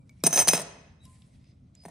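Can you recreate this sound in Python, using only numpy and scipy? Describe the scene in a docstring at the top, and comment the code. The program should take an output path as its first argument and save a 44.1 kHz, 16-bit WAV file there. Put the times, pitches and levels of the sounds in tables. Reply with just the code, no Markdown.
"""A live studio with a low hum. A snapped-off piece of sheet glass is put down on a work table: it lands,
rocks, chatters and settles. Each contact cracks, knocks the table and rings the glass in high modes; between
contacts the edge drags. Then fingers slide over the other piece with a soft hiss, it is tapped once, and the
pliers tick and squeak. A few faint contacts close the scene. Hands, tools and the room reflect the sound."""
import sys
import numpy as np
from scipy import signal
from scipy.fft import rfft, irfft, next_fast_len
from scipy.io import wavfile
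from scipy.ndimage import uniform_filter1d, map_coordinates

SR = 44100
rng = np.random.default_rng(int(sys.argv[2]) if len(sys.argv) > 2 else 0)


def wav_record(signal):
    """Record a signal, one row per channel, as 16-bit PCM in the file named by sys.argv[1]."""
    frames = np.transpose(np.atleast_2d(signal))
    bounded = np.clip(frames, -1, 1)
    # unit amplitude maps onto the largest positive 16-bit level
    quanta = np.round(bounded * 32767).astype(np.int16)
    wavfile.write(sys.argv[1], SR, quanta)


N = 83790

# noise spectra: freq_hz, density_db
HUM_SPECTRUM = [(15, -59), (25, -24.5), (75, -7.5), (117, -8.5), (244, -16), (310, -23.5), (388, -33.5),
                (605, -32.5), (1500, -45.5), (1950, -81), (3300, -120)]
SLIDE_TREBLE = [(6000, -30), (6600, -15), (7300, -10.5), (7550, -7), (7900, -4.5), (8400, -10.5),
                (8900, -2), (9500, -13.5), (10400, -9.5), (10880, -7.5), (11300, -17.5), (12500, -40.5)]
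SLIDE_MIDDLE = [(710, -49.5), (1200, -22), (2070, -3), (2990, -8.5), (3610, -7), (4080, -7), (6500, -11.5),
                (8450, -51)]
CRACK_SPECTRUM = [(400, -7), (1500, -6), (4000, -2.5), (9000, -1.5), (12000, -2), (16000, -17.5)]
# fingers on glass and cloth: time_s, treble_db, middle_db
SLIDE_LEVELS = [(0, -88, -87), (0.199, -80, -76.5), (.9, -89, -74), (0.999, -93, -87), (1.04, -67, -72),
                (1.2, -74.5, -74.5), (1.36, -76.5, -75), (1.389, -86, -76), (1.5, -83.5, -75),
                (1.58, -93.5, -83.5), (1.74, -90, -82.5), (1.755, -82.5, -71), (1.82, -78, -73.5),
                (1.9, -67, -67.5)]
# pliers: centre_s, half_length_s, pitch_hz, level_db
SQUEAKS = [(.01, .03, 2350, -79), (0.215, 0.0056, 2340, -69.5), (1.033, 0.035, 3850, -68.5),
           (1.481, 0.058, 4990, -79), (1.811, 0.04, 4970, -64.5)]
# tool on glass: start_s, click_gain_db, ring_hz, ring_db, t60_s, click_width_oct
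TICKS = [(0.094, -45, 2270, -48.5, 0.058, 2.5), (0.096, -63, 14340, -62, 0.048, .6),
         (.203, -61.5, 5580, -63, 0.039, .6), (1.055, -45.5, 4784, -61, 0.017, 1.5),
         (1.221, -49, 3560, -56.5, 0.016, 0.53), (1.443, -55, 2615, -67.5, 0.026, 1.33),
         (1.752, -50, 7290, -48, 0.011, 1.9)]
# dragging edge: time_s, level_db
SCRAPE_LEVELS = [(0.236, -52.5), (.247, -36.5), (0.261, -34), (0.271, -26.5), (.29, -47.5), (.32, -43),
                 (0.334, -36), (0.388, -28.5), (.425, -30.5), (0.441, -49), (0.471, -55.5), (0.489, -32.5),
                 (.52, -40), (0.549, -27.5), (0.598, -37), (0.641, -53.5)]
# glass meets table: start_s, crack_db, thud_db, knock_db, low_db, main_db, high_db, t60_ratio, rise_ms
CONTACTS = [ (0.2379, -5.5, -21, -36.5, -31.5, -36.5, -29.5, 0.44, 0.2),
            (0.245, -27, -40, -42, -31.5, -26, -34, 0.97, 1.5),
            (0.2609, -16.5, -38.5, -34, -27, -23.5, -24, 0.67, 2),
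            (0.2653, -6, -27, -38, -24.5, -13, -14, 0.53, 0.73),
            (0.2683, -12.5, -40, -35.5, -21, -17.5, -12.5, 0.21, 1.3),
            (0.2729, -11.5, -28.5, -25.5, -32.5, -28, -20.5, 0.23, 0.2),
            (0.3066, -40, -49.5, -45, -42.5, -33.5, -40, 0.35, 1.1),
            (0.3185, -36, -53, -43.5, -43.5, -32.5, -37.5, 0.44, 1.2),
            (0.328, -15, -45, -30, -35.5, -21, -24.5, 0.65, 0.17),
            (.3370, -19.5, -43, -30, -29, -22, -25.5, 0.76, 0.63),
            (0.359, -20, -36, -36, -41.5, -19.5, -22.5, 0.54, 0.22),
            (.3750, -5, -39.5, -22.5, -22.5, -21, -26, 0.41, 0.12),
            (.3880, -13.5, -36, -29.5, -33, -17, -20, 0.62, 0.37),
            (.3990, -20, -42, -36, -26.5, -20, -21, 0.67, 0.66),
            (0.414, -14.5, -39.5, -33, -33.5, -20.5, -25, .8, 0.28),
            (0.423, -20, -48.5, -39, -39, -24.5, -26, 0.38, 0.93),
            (.4300, -32, -44.5, -46, -45, -26.5, -35.5, 0.6, 0.93),
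            (0.474, -10, -32.5, -22, -30, -31.5, -30, 0.34, 0.086),
            (0.4814, -1, -42, -35, -23.5, -20.5, -15, 0.13, 0.46),
            (0.4858, 4, -37.5, -36, -23, -14, -11, 0.26, 1.25),
            (.4970, -31, -37.5, -45, -27, -24, -26, 1, 0.64),
            (0.529, -26.5, -50.5, -38, -31, -35.5, -28, .6, .3),
            (0.5339, -4.5, -25, -17.5, -22.5, -30, -26.5, 0.55, 0.26),
            (0.55, -16.5, -35, -30.5, -30, -27.5, -30, 0.34, 0.15),
            (.5760, -16, -43.5, -32, -36.5, -50.5, -33.5, 0.27, 0.59),
            (.5960, -27.5, -39, -31, -42.5, -61, -36.5, .5, 0.38),
            (0.616, -23.5, -41, -41.5, -55, -55, -34.5, 0.15, 0.31),
            (1.836, -58, -73, -57.5, -67, -65, -54.5, .2, 1.4),
            (1.8515, -39, -53, -36.5, -65.5, -61, -53.5, 0.42, 1.13),
            (1.8587, -36.5, -42.5, -45, -79.5, -63.5, -51.5, 0.25, 0.5),
            (1.8820, -40, -63, -41.5, -64, -53, -47, 0.2, 2.7),
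            (1.8905, -63, -54, -43, -74, -72, -71, .4, 4.1)]
# free modes of the laid piece, the table and the held piece: pitch_hz, level_db, t60_s
GLASS_LOW_MODES = [(1700, -15.5, 0.1), (2144, -12, .08), (2530, -10, .3), (3100, -14, .06),
                   (3900, -12, .25), (5205, -5.5, .3), (5350, -7, .06), (5570, -9, .045)]
GLASS_MAIN_MODES = [(6180, -0.5, 0.3), (6375, -10, 0.04)]
GLASS_HIGH_MODES = [(7500, -15, .06), (8160, -2, .13), (8230, -6, .08), (9350, 0, .2), (10510, -8, .09),
                    (11000, -16, .04), (12890, -6, .13), (13500, -17, .05), (14620, -8, .16)]
TABLE_MODES = [(420, -6, 0.026), (573, -8, .022), (662.5, 1, 0.034), (860, -5.5, 0.022), (1303, -6, 0.013),
               (1790, -9.5, 0.029)]
HELD_MODES = [(2850, -64, .05), (4900, -60, .04), (5400, -60, .05), (7540, -56, .045), (10880, -53, .04),
              (14700, -62, .025)]
HELD_LOW_MODE = [(1031, -54.5, .38)]
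# colour of near sound and of reverb: freq_hz, gain_db
NEAR_COLOUR = [(40, -22), (110, 0), (11000, 0), (11500, -5), (12100, -17), (12600, -2), (13900, -7),
               (14500, 0), (15600, -3), (16300, -14)]
ROOM_COLOUR = [(120, -15), (500, -11.5), (2000, -13.5), (6000, -17), (11000, -17.5), (16000, -18)]
# direct sound balance: freq_hz, left_minus_right_db
BALANCE = [(60, .24), (240, .43), (950, .8), (3770, .23), (15000, .5)]
# reverb decay: freq_hz, t60_s
ROOM_DECAY = [(120, 0.99), (500, 0.69), (2000, 0.9), (6000, 0.6), (10000, .4), (12500, 0.21), (16000, .18)]
# left-right likeness: freq_hz, correlation
HUM_CORRELATION = [(60, 1), (240, 0.94), (950, -0.52), (3770, 0.82), (15000, 0.2)]
ROOM_CORRELATION = [(100, 1), (290, 1), (640, .3), (3000, 0.13), (10000, 0.15)]

CHATTER_DB, LOW_CHATTER_DB, CHATTER_PER_S = 4, 1.8, 240  # modes flutter as the edge brushes the table


def amp(db):
    return 10 ** (np.asarray(db) / 20)


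def unit_rms(x):
    return x / np.sqrt(np.mean(x ** 2) + 1e-20)


def log_interp(points, hz):
    freq_hz, values = np.transpose(points)
    return np.interp(np.log(hz + 1), np.log(freq_hz + 1), values)


def filtered(x, response):
    size = next_fast_len(x.shape[-1] + 8192)
    return irfft(rfft(x, size) * response(np.fft.rfftfreq(size, 1 / SR)), size)[..., :x.shape[-1]]


def wobble(knots_per_s, size=N):
    knots = rng.standard_normal(int(size * knots_per_s / SR) + 4)
    return map_coordinates(knots, [np.arange(size) * knots_per_s / SR])


def add(track, start_s, sound):
    span = track[round(start_s * SR):][:len(sound)]
    span += sound[:len(span)]


def stereo(x, colour, correlation):
    """Two unrelated signals as mid and side, weighted for the given correlation."""
    angle = lambda hz: np.arccos(log_interp(correlation, hz)) / 2
    mid, side = filtered(x, lambda hz: amp(log_interp(colour, hz)) * [np.cos(angle(hz)), np.sin(angle(hz))])
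    return np.array([mid + side, mid - side])


def patchy_noise(colour, correlation, patch_db=1.5):
    """Stereo noise, rms 1, with random gain patches in time and frequency."""
    bins = signal.stft(rng.standard_normal((2, N)), nperseg=512)[2]
    patches = uniform_filter1d(uniform_filter1d(rng.standard_normal(bins.shape[1:]), 6, 0), 8, 1)
    noise = signal.istft(bins * amp(patch_db * unit_rms(patches)), nperseg=512)[1][:, :N]
    return unit_rms(stereo(noise, colour, correlation))


def ring(modes, t, t60_ratio=1, flutter_db=0, detune=0, clock=None, scatter_db=.5):
    """Damped sines of alternating sign, level and pitch scattered per strike; clock bends the pitch."""
    hz, db, t60_s = np.transpose(modes)[:, :, None]
    db = db + scatter_db * rng.standard_normal(db.shape)
    hz = hz * (1 + detune * rng.standard_normal(hz.shape))
    db = db + flutter_db * np.array([wobble(CHATTER_PER_S, len(t)) for _ in modes])
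    phase = 2 * np.pi * hz * (t if clock is None else clock) + np.pi * np.arange(len(hz))[:, None]
    return np.sum(amp(db - 60 * t / (t60_s * t60_ratio)) * np.sin(phase), axis=0)


def crack(t, centre_hz=1000, width_oct=20, gain_db=-9.5, t60_s=.017):
    """Hard contact: a fast-dying burst of coloured noise."""
    band = lambda hz: np.exp(-(np.log2((hz + 1) / centre_hz) / width_oct) ** 2)
    noise = filtered(rng.standard_normal(len(t)), lambda hz: amp(log_interp(CRACK_SPECTRUM, hz)) * band(hz))
    return unit_rms(noise) * amp(gain_db - 60 * t / t60_s)


def hum(level_db=-55):
    """Steady low noise of the studio."""
    return amp(level_db) * patchy_noise(HUM_SPECTRUM, HUM_CORRELATION)


def finger_slide(waver_db=1.5):
    """Skin moving over glass: two bands of soft, wavering hiss."""
    time_s, *levels_db = np.transpose(SLIDE_LEVELS)
    out = np.zeros((2, N))
    for band_db, colour in zip(levels_db, [SLIDE_TREBLE, SLIDE_MIDDLE]):
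        envelope = amp(np.interp(np.arange(N) / SR, time_s, band_db) + waver_db * wobble(40))
        out += envelope * patchy_noise(colour, correlation=[(1000, .6)])
    return out


def plier_squeaks(width_hz=92):
    """Thin squeaks: narrow noise bands under flat-topped envelopes."""
    out, t = np.zeros(N), np.arange(N) / SR
    for centre_s, half_length_s, pitch_hz, level_db in SQUEAKS:
        tone = filtered(rng.standard_normal(N), lambda hz: np.exp(-((hz - pitch_hz) / width_hz) ** 2))
        out += amp(level_db) * unit_rms(tone) * np.exp(-((t - centre_s) / half_length_s) ** 4)
    return out


def plier_ticks():
    """Tool touches glass: a click and one fluttering mode."""
    out, t = np.zeros(N), np.arange(SR // 2) / SR
    for start_s, click_gain_db, ring_hz, ring_db, t60_s, width_oct in TICKS:
        click = amp(click_gain_db) * crack(t, ring_hz, width_oct)
        add(out, start_s, click + ring([(ring_hz, ring_db, t60_s)], t, flutter_db=CHATTER_DB))
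    return out


def edge_scrape(width_hz=120, hiss_db=-13.5, hiss_top_hz=9050, grit_db=4):
    """The dragging edge feeds gritty noise to the modes of glass and table."""
    def body(hz):
        hiss = amp(hiss_db + log_interp(CRACK_SPECTRUM, hz)) / (1 + (hz / hiss_top_hz) ** 6)
        modes = TABLE_MODES + GLASS_LOW_MODES + GLASS_MAIN_MODES + GLASS_HIGH_MODES
        loss = 1j * hz * width_hz
        return hiss + sum(amp(db) * loss / (mode_hz ** 2 - hz ** 2 + loss) for mode_hz, db, _ in modes)

    time_s, level_db = np.transpose(SCRAPE_LEVELS)
    envelope = amp(np.interp(np.arange(N) / SR, time_s, level_db, left=-120, right=-120))
    grit = rng.standard_normal(N) * amp(grit_db * wobble(350))
    return envelope * unit_rms(filtered(grit, body))


def table_thud(t, start_hz=640, end_hz=155, fall_s=.0032, t60_s=.15):
    """The struck table top: a falling low note."""
    cycles = end_hz * t + (start_hz - end_hz) * fall_s * (1 - np.exp(-t / fall_s))
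    return np.sin(2 * np.pi * cycles) * amp(-60 * t / t60_s)


def table_knock(t, bend_ratio=.6, fall_s=.0015):
    """The table's modes start sharp and drop to pitch."""
    bent_s = t + bend_ratio * fall_s * (1 - np.exp(-t / fall_s))
    return ring(TABLE_MODES, t, detune=.025, clock=bent_s, scatter_db=2)


def glass_contacts(damp_s=.003):
    """Each contact cracks, knocks the table, stills the old ring and starts a new one."""
    out, t = np.zeros(N), np.arange(SR // 8) / SR
    ends_s = [row[0] for row in CONTACTS[1:]] + [N / SR]
    for contact, end_s in zip(CONTACTS, ends_s):
        start_s, crack_db, thud_db, knock_db, low_db, main_db, high_db, t60_ratio, rise_ms = contact
        groups = [(low_db, GLASS_LOW_MODES, LOW_CHATTER_DB), (main_db, GLASS_MAIN_MODES, LOW_CHATTER_DB),
                  (high_db, GLASS_HIGH_MODES, CHATTER_DB)]
        glass = sum(amp(db) * ring(modes, t, t60_ratio, flutter_db, detune=.0025, scatter_db=2)
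                    for db, modes, flutter_db in groups)
        glass *= np.exp(-np.maximum(t - (end_s - start_s), 0) / damp_s)
        strike = glass + amp(crack_db) * crack(t) + amp(knock_db) * table_knock(t)
        rise = 1 - np.exp(-1000 * t / rise_ms)
        add(out, start_s, rise * strike + amp(thud_db) * table_thud(t))
    return out


def held_glass_tap(start_s=1.052, rise_s=.00043, swell_s=.02):
    """One tap on the held piece: upper modes ring at once, the lowest swells in."""
    out, t = np.zeros(N), np.arange(SR // 2) / SR
    upper = ring(HELD_MODES, t, flutter_db=CHATTER_DB) * (1 - np.exp(-t / rise_s))
    lowest = ring(HELD_LOW_MODE, t) * (1 - np.exp(-t / swell_s))
    add(out, start_s, upper + lowest)
    return out


def direct_path(x, left_lag_s=22e-6):
    """Direct sound, slightly louder and later on the left."""
    side = np.array([[.5], [-.5]])
    gain = lambda hz: amp(side * log_interp(BALANCE, hz))
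    return filtered(x, lambda hz: gain(hz) * np.exp(-2j * np.pi * hz * side * left_lag_s))


def near_reflections(x, gain_db=-14.5, t60_s=.03, low_cut_hz=600):
    """Brief scatter off hands and tools, opposite in sign left and right."""
    t = np.arange(SR // 20) / SR
    scatter = rng.standard_normal(len(t)) * amp(-60 * t / t60_s)
    echo = signal.fftconvolve(x, scatter / np.linalg.norm(scatter))[:N]
    return amp(gain_db) * filtered(echo, lambda hz: (hz / (hz - 1j * low_cut_hz)) ** 2) * [[1], [-1]]


def room_reverb(x, delay_samples=250):
    """The studio's tail: each frequency dies at its own rate."""
    hz, t, bins = signal.stft(rng.standard_normal((2, SR)), SR, nperseg=256)
    tail = signal.istft(bins * amp(-60 * t / log_interp(ROOM_DECAY, hz)[:, None]), SR, nperseg=256)[1]
    delayed = np.pad(x, (delay_samples, 0))[None]
    wet = signal.fftconvolve(delayed, tail / np.linalg.norm(tail[0]), axes=1)[:, :N]
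    return stereo(wet, ROOM_COLOUR, ROOM_CORRELATION)


def scene():
    """Glass, table and pliers with their reflections, over finger hiss and hum."""
    sources = glass_contacts() + edge_scrape() + plier_ticks() + held_glass_tap() + plier_squeaks()
    near = filtered(sources, lambda hz: amp(log_interp(NEAR_COLOUR, hz)))
    return direct_path(near) + near_reflections(near) + room_reverb(near) + finger_slide() + hum()


def record(dry):
    """Brick-wall low-pass."""
    top_hz = 16800
    return filtered(dry, lambda hz: hz < top_hz)


dry = scene()
out = record(dry)
wav_record(out)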